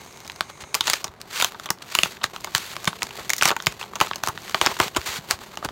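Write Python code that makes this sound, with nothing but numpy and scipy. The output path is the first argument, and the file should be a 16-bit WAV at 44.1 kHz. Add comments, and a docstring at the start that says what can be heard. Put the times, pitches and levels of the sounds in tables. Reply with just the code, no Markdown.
"""Tearing a padded envelope

Hands tear open a padded paper envelope on a desk, close to a small microphone. Creases snap as clicks
with dying spatter that ring the stiff sheet; fibres part as clumped clicks over noise, making rasp,
rustle and fizz; the padding knocks the desk as short swelling tones. A small room answers snaps and
knocks with a diffuse tail; under it all lie a steady low room rumble and, at the start, a thin hiss."""
import sys
import numpy as np
from scipy import signal
from scipy.fft import rfft, irfft
from scipy.io import wavfile
from scipy.ndimage import uniform_filter1d

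SR = 44100
rng = np.random.default_rng(int(sys.argv[2]) if len(sys.argv) > 2 else 0)


def master_out(mix):
    """Clip the mix to full scale and print it as 16-bit PCM to the path in sys.argv[1]."""
    frames = np.transpose(np.atleast_2d(mix))
    ceiling = np.clip(frames, -1, 1)
    pcm = np.round(ceiling * 32767).astype(np.int16)
    wavfile.write(sys.argv[1], SR, pcm)


N = 251811
T = np.arange(N) / SR


def undb(db):
    """Amplitude ratio of a level in dB."""
    return 10 ** (np.asarray(db) / 20)


def unit(x):
    """Scales to an RMS of 1."""
    return x / np.sqrt(np.mean(x ** 2))


def band_filter(lo_hz, hi_hz, order=2):
    """Butterworth band-pass sections."""
    return signal.butter(order, [lo_hz, min(hi_hz, .45 * SR)], "band", fs=SR, output="sos")


def band(x, lo_hz, hi_hz, order=2):
    """Band-passes a signal."""
    return signal.sosfilt(band_filter(lo_hz, hi_hz, order), x)


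def colour(x, points):
    """Causal filter through (f/Hz, gain/dB) points, from the cepstrum of the log gain."""
    size = 2048
    hz, db = np.transpose(points)
    f_hz = np.maximum(np.fft.rfftfreq(size, 1 / SR), 1)
    log_gain = np.interp(np.log(f_hz), np.log(hz), db) * np.log(10) / 20
    cepstrum = irfft(log_gain)
    # folding onto positive times gives minimum phase
    cepstrum[1:size // 2] *= 2
    cepstrum[size // 2 + 1:] = 0
    impulse = irfft(np.exp(rfft(cepstrum)))
    return signal.fftconvolve(x, impulse)[:len(x)]


# hiss bands: [f/Hz, width/Hz, level/dB]
HISS_BANDS = [(2180, 180, -57), (3900, 240, -62), (6430, 480, -55), (8500, 1300, -63)]
HISS_END_S, HISS_FADE_S = .745, 0.0052


def background():
    """Thin hiss: noise in narrow bands, faded out quickly at HISS_END_S."""
    hiss = np.zeros(N)
    for hz, width_hz, db in HISS_BANDS:
        noise = rng.standard_normal(N)
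        hiss += undb(db) * unit(band(noise, hz - width_hz / 2, hz + width_hz / 2, order=1))
    return hiss * np.clip((HISS_END_S - T) / HISS_FADE_S, 0, 1)


ROOM_T60_S, ROOM_BUILD_S, ROOM_DB = 0.12, 0.0045, -15


def room(x):
    """Desk and near walls: a short diffuse tail that builds over some ms."""
    t = np.arange(SR // 3) / SR
    decay = np.exp(-np.log(1000) * t / ROOM_T60_S)
    tail = rng.standard_normal(len(t)) * decay * np.clip(t / ROOM_BUILD_S, 0, 1)
    return undb(ROOM_DB) * signal.fftconvolve(x, tail / np.sqrt(np.sum(tail ** 2)))[:N]


# colour of moving paper: [f/Hz, gain/dB]
PAPER_COLOUR = [(40, -12.5), (150, -7.5), (300, -9), (380, 0.5), (500, -3), (1100, 2), (1500, -2.5),
                (3000, -5.5), (4500, -4.5), (5200, -10.5), (6800, -7), (8500, -9), (10500, -1.5),
                (14000, -14), (16500, -13)]


def click_grain(clicks_per_s, scatter_db, clump_db, smooth):
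    """Tiny clicks of uneven size, as of parting fibres, over noise, swelling together in clumps."""
    hold = SR // 150
    steps = np.repeat(rng.standard_normal(N // hold + 1), hold)[:N]
    clumps = uniform_filter1d(steps, hold // 2)
    sizes = undb(scatter_db * rng.exponential(size=N)) * rng.choice([-1, 1], N)
    clicks = unit(sizes * (rng.random(N) < clicks_per_s / SR))
    grain = clicks + smooth * rng.standard_normal(N)
    return colour(grain * undb(clump_db * clumps), PAPER_COLOUR)


def layers(grain, gains):
    """Splits paper noise into mid rasp, low rustle and high fizz, each under its own gain."""
    rasp_gain, rustle_gain, fizz_gain = gains
    rasp = rasp_gain * unit(band(grain, 1220, 8150))
    rustle = rustle_gain * unit(band(grain, 330, 1610, order=1))
    fizz = fizz_gain * unit(band(grain, 9870, 15700))
    return rasp + rustle + fizz


# steady low room rumble, slightly louder from about 3 s: [t/s, level/dB]
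RUMBLE_LEVEL = [(0, -51), (2, -51), (3, -48), (5.71, -49.5)]


def room_rumble():
    """Steady low room tone: grainy noise kept to the bass."""
    rumble = unit(band(click_grain(1500, 3.2, 0.65, 1.1), 31, 254))
    return undb(np.interp(T, *np.transpose(RUMBLE_LEVEL))) * rumble


# how busy the hands keep the sheet between strokes: [t/s, crinkle level/dB]
CRINKLE_LEVEL = [(0, -50), (.72, -70), (.84, -37), (1.0, -40), (1.12, -69), (1.2, -79), (1.31, -40.5),
                 (1.5, -48), (1.57, -55.5), (1.64, -44), (1.69, -61), (1.8, -65), (1.92, -36), (2.12, -41),
                 (2.19, -57), (2.42, -47.5), (2.62, -39), (2.72, -40.5), (2.8, -45.5), (2.91, -46),
                 (3.06, -45.5), (3.39, -42.5), (3.55, -48), (3.86, -49), (3.9, -56.5), (4.08, -39),
                 (4.21, -54), (4.52, -40.5), (4.76, -37.5), (4.93, -48.5), (5.03, -40.5), (5.37, -54.5),
                 (5.44, -45.5), (5.53, -54), (5.6, -53), (5.71, -52)]
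# rustle and fizz follow the crinkle: level at MIDDLE_DB, then slope
MIDDLE_DB = -50
RUSTLE_DB, RUSTLE_DB_PER_DB = -46.5, 0.22
FIZZ_DB, FIZZ_DB_PER_DB = -54, 0.76


def crinkle():
    """Sheet crinkling between strokes: sparser, clumpier clicks than the tear."""
    busy_db = np.interp(T, *np.transpose(CRINKLE_LEVEL))
    rustle_db = RUSTLE_DB + RUSTLE_DB_PER_DB * (busy_db - MIDDLE_DB)
    fizz_db = FIZZ_DB + FIZZ_DB_PER_DB * (busy_db - MIDDLE_DB)
    return layers(click_grain(2000, 3.0, 3.0, 0.88), (undb(busy_db), undb(rustle_db), undb(fizz_db)))


# tearing and sliding strokes:
# [start t/s, end t/s, first level/dB, last level/dB, rustle re rasp/dB, fizz re rasp/dB]
STROKES = [(0.475, 0.5, -61, -46.5, 8, -8), (0.603, 0.619, -37, -37, -3.5, -10),
           (0.74, 0.803, -33, -48, -1, -5), (0.852, 0.903, -34, -24, -9.5, -13),
           (0.906, 0.965, -33, -32, -12, -8), (1.199, 1.214, -44, -50, 0, -7),
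           (1.326, 1.389, -33, -26, -12, -8), (1.394, 1.489, -23.5, -39, -24, -5),
           (1.818, 1.817, -34, -29.5, -7, -10), (1.941, 2.02, -33, -36.5, -13, -3),
           (2.042, 2.113, -33, -48, -26, -4), (2.231, 2.255, -23.5, -31.5, -8, -9),
           (2.332, 2.373, -42.5, -58, 10.5, -3), (2.556, 2.609, -21, -47.5, -16, -8),
           (2.59, 2.734, -39.5, -40, -13, -5), (2.872, 2.905, -18, -48, -3, -31),
           (3.183, 3.222, -51, -60.5, 19, 1), (3.297, 3.36, -38.5, -50, -5, -10),
           (3.413, 3.491, -25.5, -23, -9, -6.5), (3.67, 3.721, -71, -40, -4, -9),
           (3.792, 3.837, -35, -45, -7.5, -8), (4.008, 4.064, -27.5, -44.5, 6.5, -5),
           (4.231, 4.313, -35, -45.5, 0.5, -4), (4.546, 4.576, -39, -51, 12.5, -3),
           (4.612, 4.656, -26.5, -38.5, 4.5, -5), (4.669, 4.721, -38, -40, 10, -3),
           (4.807, 4.876, -25, -34, 0, -6), (4.958, 4.983, -34, -50, 11, -10),
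           (5.057, 5.179, -27, -32, -5.5, -7), (5.267, 5.308, -52, -31.5, -1, -3),
           (5.305, 5.357, -29, -47.5, 4, -8), (5.629, 5.652, -57, -37, 12, -7)]


def strokes():
    """Gains of rasp, rustle and fizz: each stroke glides in dB between quick edges."""
    gains = np.zeros((3, N))
    for start_s, end_s, first_db, last_db, rustle_db, fizz_db in STROKES:
        attack = np.clip((T - start_s) / 0.0048, 0, 1)
        release = np.clip((end_s - T) / 0.017 + 1, 0, 1)  # begins at end_s
        level = undb(np.interp(T, [start_s, end_s], [first_db, last_db]))
        gains += attack * release * level * undb([[0], [rustle_db], [fizz_db]])
    return gains


def tearing():
    """Paper tearing: dense, even fibre clicks under the strokes."""
    return layers(click_grain(5000, 2.5, 1.6, .8), strokes())


# padding knocking on the desk: [t/s, peak level/dB, f/Hz]
KNOCKS = [(.63, -37, 75), (.895, -41, 70), (1.043, -39, 170), (1.088, -39, 65), (1.703, -31, 180),
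          (2.035, -29, 180), (2.238, -32.5, 90), (2.551, -30, 130), (2.875, -18.5, 175), (3.03, -40, 80),
          (3.2, -40, 80), (3.453, -22, 170), (3.67, -22.5, 150), (3.675, -34, 55), (4.013, -26, 355),
          (4.286, -30, 110), (4.546, -34, 355), (4.613, -19.5, 355), (4.615, -30, 90), (4.663, -34, 200),
          (4.69, -32, 190), (4.86, -32, 190), (4.715, -40, 80), (4.799, -15, 355), (4.802, -27, 100),
          (4.965, -16.5, 340), (4.978, -26.5, 70), (5.085, -38, 70), (5.185, -30.5, 150), (5.33, -32.5, 75),
          (5.65, -27, 150), (5.65, -27, 300), (5.67, -35, 50)]
# times hold at KNOCK_HZ; they scale with sqrt(KNOCK_HZ / f)
KNOCK_RISE_MS, KNOCK_FADE_MS, KNOCK_HZ = 3, 4.4, 175


def knocks():
    """Soft blows on the desk: tones that swell and die in some ms, lower ones more slowly."""
    size = SR // 5
    out, t = np.zeros(N + size), np.arange(size) / SR
    for (s, db, hz), turn in zip(KNOCKS, rng.random(len(KNOCKS))):
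        scaled_ms = 1000 * t * np.sqrt(hz / KNOCK_HZ)
        shape = (1 - np.exp(-scaled_ms / KNOCK_RISE_MS)) ** 2 * np.exp(-scaled_ms / KNOCK_FADE_MS)
        tone = np.sin(2 * np.pi * (hz * t + turn))
        i = int(s * SR)
        out[i:i + size] += undb(db) * shape / shape.max() * tone
    return out[:N]


EDGE_DB, EDGE_DB_PER_DB = -2.5, 1.2  # top band re snap; its slope on sharpness
THUMP_DB = -24  # desk thump re body


def snap_levels(db, weight_db, sharp_db):
    """Band peaks in dB: body, crack, crisp, edge, thump."""
    body_db = db + weight_db
    edge_db = db + EDGE_DB + EDGE_DB_PER_DB * sharp_db
    return [body_db, db, db + sharp_db, edge_db, body_db + THUMP_DB]


# short rings of sheet and desk: [f/Hz, width/Hz, level re plain snap/dB]
SHEET_RINGS = [(179, 47, -7), (369, 52, 8.5), (615, 130, 4), (1000, 900, 13), (6720, 770, -8),
               (9340, 1150, 7.5), (13300, 17000, 0.5)]


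def ring(x, lo_hz, hi_hz, crease_hz):
    """Adds the resonances inside a band, sheet's and crease's, each varied in pitch and strength."""
    out = x
    for hz, width_hz, db in SHEET_RINGS + [(crease_hz, 0.19 * crease_hz, 4)]:
        shift, strength = rng.standard_normal(2)
        if lo_hz < hz < hi_hz:
            f_hz = hz * np.exp(.03 * shift)
            b, a = signal.iirpeak(f_hz, f_hz / width_hz, fs=SR)
            out = out + undb(db + 2.5 * strength) * signal.lfilter(b, a, x)
    return out


# creases snapping: [t/s, peak level/dB, body re peak/dB, sharpness/dB, length before stretch/ms, crease f/Hz]
CREASES = [(.0672, -58, -10, 14, .4, 5500), (.1266, -48, -12, 13, .4, 5500), (.1735, -37, -9, 4, .4, 3500),
           (.2039, -34, -15, 3, 0.34, 3600), (.2483, -37.5, -15, 3, .4, 5530),
           (.2668, -34, -11, 1, .4, 3600), (0.2776, -28, -12, 2, 1.4, 3600),
           (.2987, -18.5, -11, -8, 0.54, 3420), (0.3194, -29, -13, 1, .7, 3550),
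           (.3612, -36.5, -13, 7, .39, 5490), (0.4085, -3, -8.5, -7, 0.48, 3840),
           (.638, -29, -1, -16, 1.5, 1310), (0.7444, -8, -11.5, 4, 0.65, 2800),
           (0.7503, -11, -6, 5, 1.9, 3920), (.8086, -6, -10.5, -1.5, 0.9, 3763),
           (.871, -14, -8.5, 2, 3.3, 3700), (0.8793, -10.5, -4.5, -1, 1.3, 3500),
           (0.8995, -7.5, -8, 4, 1, 4460), (0.934, -12, -5, 4.5, 1.55, 2420),
           (.9378, -11.5, -8.5, 1, 1.2, 3300), (1.043, -18.5, -1, 4.5, 2.5, 5700),
           (1.0798, -30, -3, -3, 1.2, 3640), (1.2154, -26.5, -23, 7, .24, 4540),
           (1.4002, -14, -5.5, 1, 1.2, 2870), (1.4128, -8, -26, -15, 0.82, 2350),
           (1.4239, -7, -5, 2, 1.4, 3400), (1.4456, -4, -12, 1.5, 1.66, 3600),
           (1.546, -32.5, 5, -13, 2.4, 1820), (1.598, -24, -3, -0.5, 0.53, 1330),
           (1.6583, -22.5, -3.5, -1, 4.4, 3320), (1.6894, -25, -2, -16, 1.9, 2300),
           (1.7043, -11, -2, 6.5, 1.4, 1960), (1.7865, -39, -14, 4, .4, 4500),
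           (1.926, -29.5, -4, -14, 1.2, 1500), (1.9514, -4, -9.5, 0.5, 1.1, 2960),
           (1.9882, -1, -10, -3, 0.76, 2980), (2.0338, 1.1, -16.5, -3, 0.78, 3200),
           (2.0581, -23, 5, 0, 1.35, 1390), (2.169, -31, -16, -16, 2.1, 1590),
           (2.214, -27, 0, -19, 5, 3380), (2.241, -5, -7.5, -3, 0.73, 1620),
           (2.3626, -18.5, -4.5, -6, 1.3, 1390), (2.4083, -37, -3, 10, .5, 5280),
           (2.4454, -17.5, -4, 2.5, 1.2, 2340), (2.4723, -29.5, 5.5, -4, 2, 3360),
           (2.5499, -4.5, -10, 2.5, 1.1, 4170), (2.5805, -22.5, -2, 9, 0.62, 1310),
           (2.766, -16.5, -4, -4.5, 0.77, 1300), (2.8446, -25, -2, 7, 0.78, 1450),
           (2.8546, -21, -21, 4, .59, 3950), (2.8757, -5.5, -6, -7, 2.2, 1440),
           (2.9302, -26.5, 4, -18, 0.72, 1310), (3.0209, -14, -5.5, -3, 2.7, 2130),
           (3.0311, -20.5, 1, 12, 0.46, 2320), (3.1078, -26.5, -4, -8, 1.2, 2320),
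           (3.2952, -14.5, -8.5, 5.5, 1, 2230), (3.3026, -10, -11.5, 4, 1.4, 2220),
           (3.3343, -7, -16, 2.5, 0.84, 1390), (3.3654, -31, -13, 13, 1.4, 5300),
           (3.3813, -25, -11, 9, 7.7, 1970), (3.412, -8, -12, -8, 1.8, 3840),
           (3.4241, -1, -8, -2.5, 0.87, 1500), (3.433, -9, -21, 3, 0.73, 2470),
           (3.455, -4, -4.5, 1.5, 2.6, 2220), (3.4764, -12.5, -3, 4, 3.6, 2880),
           (3.4869, -24.5, 5, 15, 0.62, 4560), (3.4932, -10.5, -12, -12, 1.5, 1740),
           (3.5054, -10, 1, -5, 0.61, 1330), (3.514, -12.5, 2, -4, 2.9, 1360),
           (3.5654, -13, -2, -4, 1.2, 1290), (3.602, -18, -10, -16, 0.66, 1390),
           (3.6239, -27, -6, 7, 0.61, 1670), (3.6619, -24, -15, 10, 0.25, 4480),
           (3.669, -4.5, -3, 1.5, 1.3, 2130), (3.7238, -30.5, -2, 2, 1.5, 2500),
           (3.8128, -20.5, -3, -4, 1.4, 2520), (3.8279, -20, -7, -14, 0.9, 3720),
           (3.839, -27, -1, -8, 1.1, 1310), (3.9347, -44, 18, -11, .7, 1310),
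           (3.9559, -23, 0.5, 3, 2.9, 2570), (4.003, -7, -15, -2, 0.71, 1820),
           (4.0123, -1, -0.5, -5.5, 0.97, 1230), (4.071, -21.5, -2.5, -8, 1, 1310),
           (4.1123, -17, 4, -22, 0.78, 1720), (4.1338, -20, -15, -16, 1.3, 1590),
           (4.1584, -25.5, -1, 8, 2.2, 2930), (4.2367, -11, 0, 0.5, 0.79, 1300),
           (4.262, -26, -4, 4, 3.1, 4670), (4.2739, -14.5, 4, 3, 0.56, 1610),
           (4.2852, -18.5, 1.5, 5.5, 3.4, 1290), (4.3765, -19, -8.5, -10, 0.64, 1830),
           (4.4202, -44, -6, 12, .34, 5490), (4.48, -24, -11, -8, .35, 1800),
           (4.4962, -24, -5.5, 2.5, 0.81, 3280), (4.5457, -4.5, -2, -11, .91, 1160),
           (4.614, 0.1, -5.5, -5, 0.64, 3200), (4.6562, -13, -23, -9, 0.44, 3734),
           (4.6624, -7, 0.5, 2.5, 1.3, 4300), (4.6698, -7, -1.5, -25, 1.06, 1366),
           (4.7676, -23.5, -3, -16, 1.3, 1540), (4.7892, -23.5, 1, 2, 9.6, 1890),
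           (4.801, -5, -1, -2, 1.8, 1900), (4.8269, -20, -2, -21, 2.5, 2130),
           (4.9483, -26.5, -5, -3, 2.6, 2670), (4.964, -11.5, -1.5, 2, 2, 1900),
           (4.969, -12, -2.5, 2, 3, 1300), (5.0156, -24, -20, 0, 0.48, 4670),
           (5.3103, -3, -27, 4.5, .26, 4040), (5.4155, -35, 4.5, -9, 1, 2500),
           (5.556, -38, -10, 5, .5, 4500), (5.5731, -20, -0.5, -2, 0.79, 2740),
           (5.6268, -34.5, 13.5, -4, 0.87, 1333), (5.6483, -17, 0.5, 3, 0.86, 1520),
           (5.6883, -21, -2, -12, 1.3, 1310)]
# bands in which the sheet carries a snap, bass later and longer:
# [low f/Hz, high f/Hz, delay/ms, stretch of length (ratio)]
SHEET_BANDS = [(340, 1400, 0.44, 2.76), (1353, 3830, 0.039, 1.41), (4043, 8100, 0.015, 0.93),
               (8150, 15400, 0.06, 0.83), (90, 235, 1.34, 4.9)]
LEAD_MS = 3  # room for the creak ahead of the break


def snaps():
    """Creases giving way: a faint creak, one click, then a dying spatter that the sheet spreads out."""
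    size = 2048
    out, ms = np.zeros(N + size), np.arange(size) * 1000 / SR
    filters = [band_filter(lo, hi) for lo, hi, _, _ in SHEET_BANDS]
    for s, peak_db, weight_db, sharp_db, length_ms, crease_hz in CREASES:
        levels_db = snap_levels(peak_db, weight_db, sharp_db)
        spatter = rng.standard_normal(size) * undb(6.25 * rng.standard_normal(size))
        i = int((s - LEAD_MS / 1000) * SR) - 6
        for sos, db, (lo, hi, delay_ms, stretch) in zip(filters, levels_db, SHEET_BANDS):
            break_ms = LEAD_MS + delay_ms
            late_ms = np.maximum(ms - LEAD_MS - delay_ms, 0)
            creak = 0.39 * np.exp(-np.abs(ms - LEAD_MS) / 0.37) * (ms < break_ms)
            rise = 1 - np.exp(-late_ms / (delay_ms + 0.067))
            decay = np.exp(-late_ms / (max(length_ms, .3) * stretch))
            push = spatter * (creak + rise * decay)
            # narrower bands need a stronger click to stand out
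            push[int(break_ms * SR / 1000)] = 2.7 * np.sqrt(SR / (hi - lo)) / 2
            sound = ring(signal.sosfilt(sos, push), lo, hi, crease_hz)
            out[i:i + size] += undb(db) * sound / np.abs(sound).max()
    return out[:N]


# dips and lifts that desk and microphone port put on a snap: [f/Hz, gain/dB]
PORT_COLOUR = [(30, 24), (80, 3), (500, -4.5), (1100, 2), (1800, 2.5), (3200, 3), (5200, 4), (7000, 0.5),
               (10500, -5), (14000, -1)]


def scene():
    """Snaps and knocks with their room, over paper noise, room rumble and hiss."""
    cracks = colour(snaps(), PORT_COLOUR) + knocks()
    paper = tearing() + crinkle()
    return (background() + room_rumble() + room(cracks) + paper + cracks)[None]


TOP_HZ = 15800


def record(dry):
    """The microphone cuts both ends and rounds the loudest peaks."""
    dry = signal.sosfilt(signal.butter(2, 45, "high", fs=SR, output="sos"), dry)
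    soft = .97 * np.tanh(dry / .97)
    return signal.sosfilt(signal.ellip(8, .2, 60, TOP_HZ, fs=SR, output="sos"), soft)


dry = scene()
out = record(dry)
master_out(out)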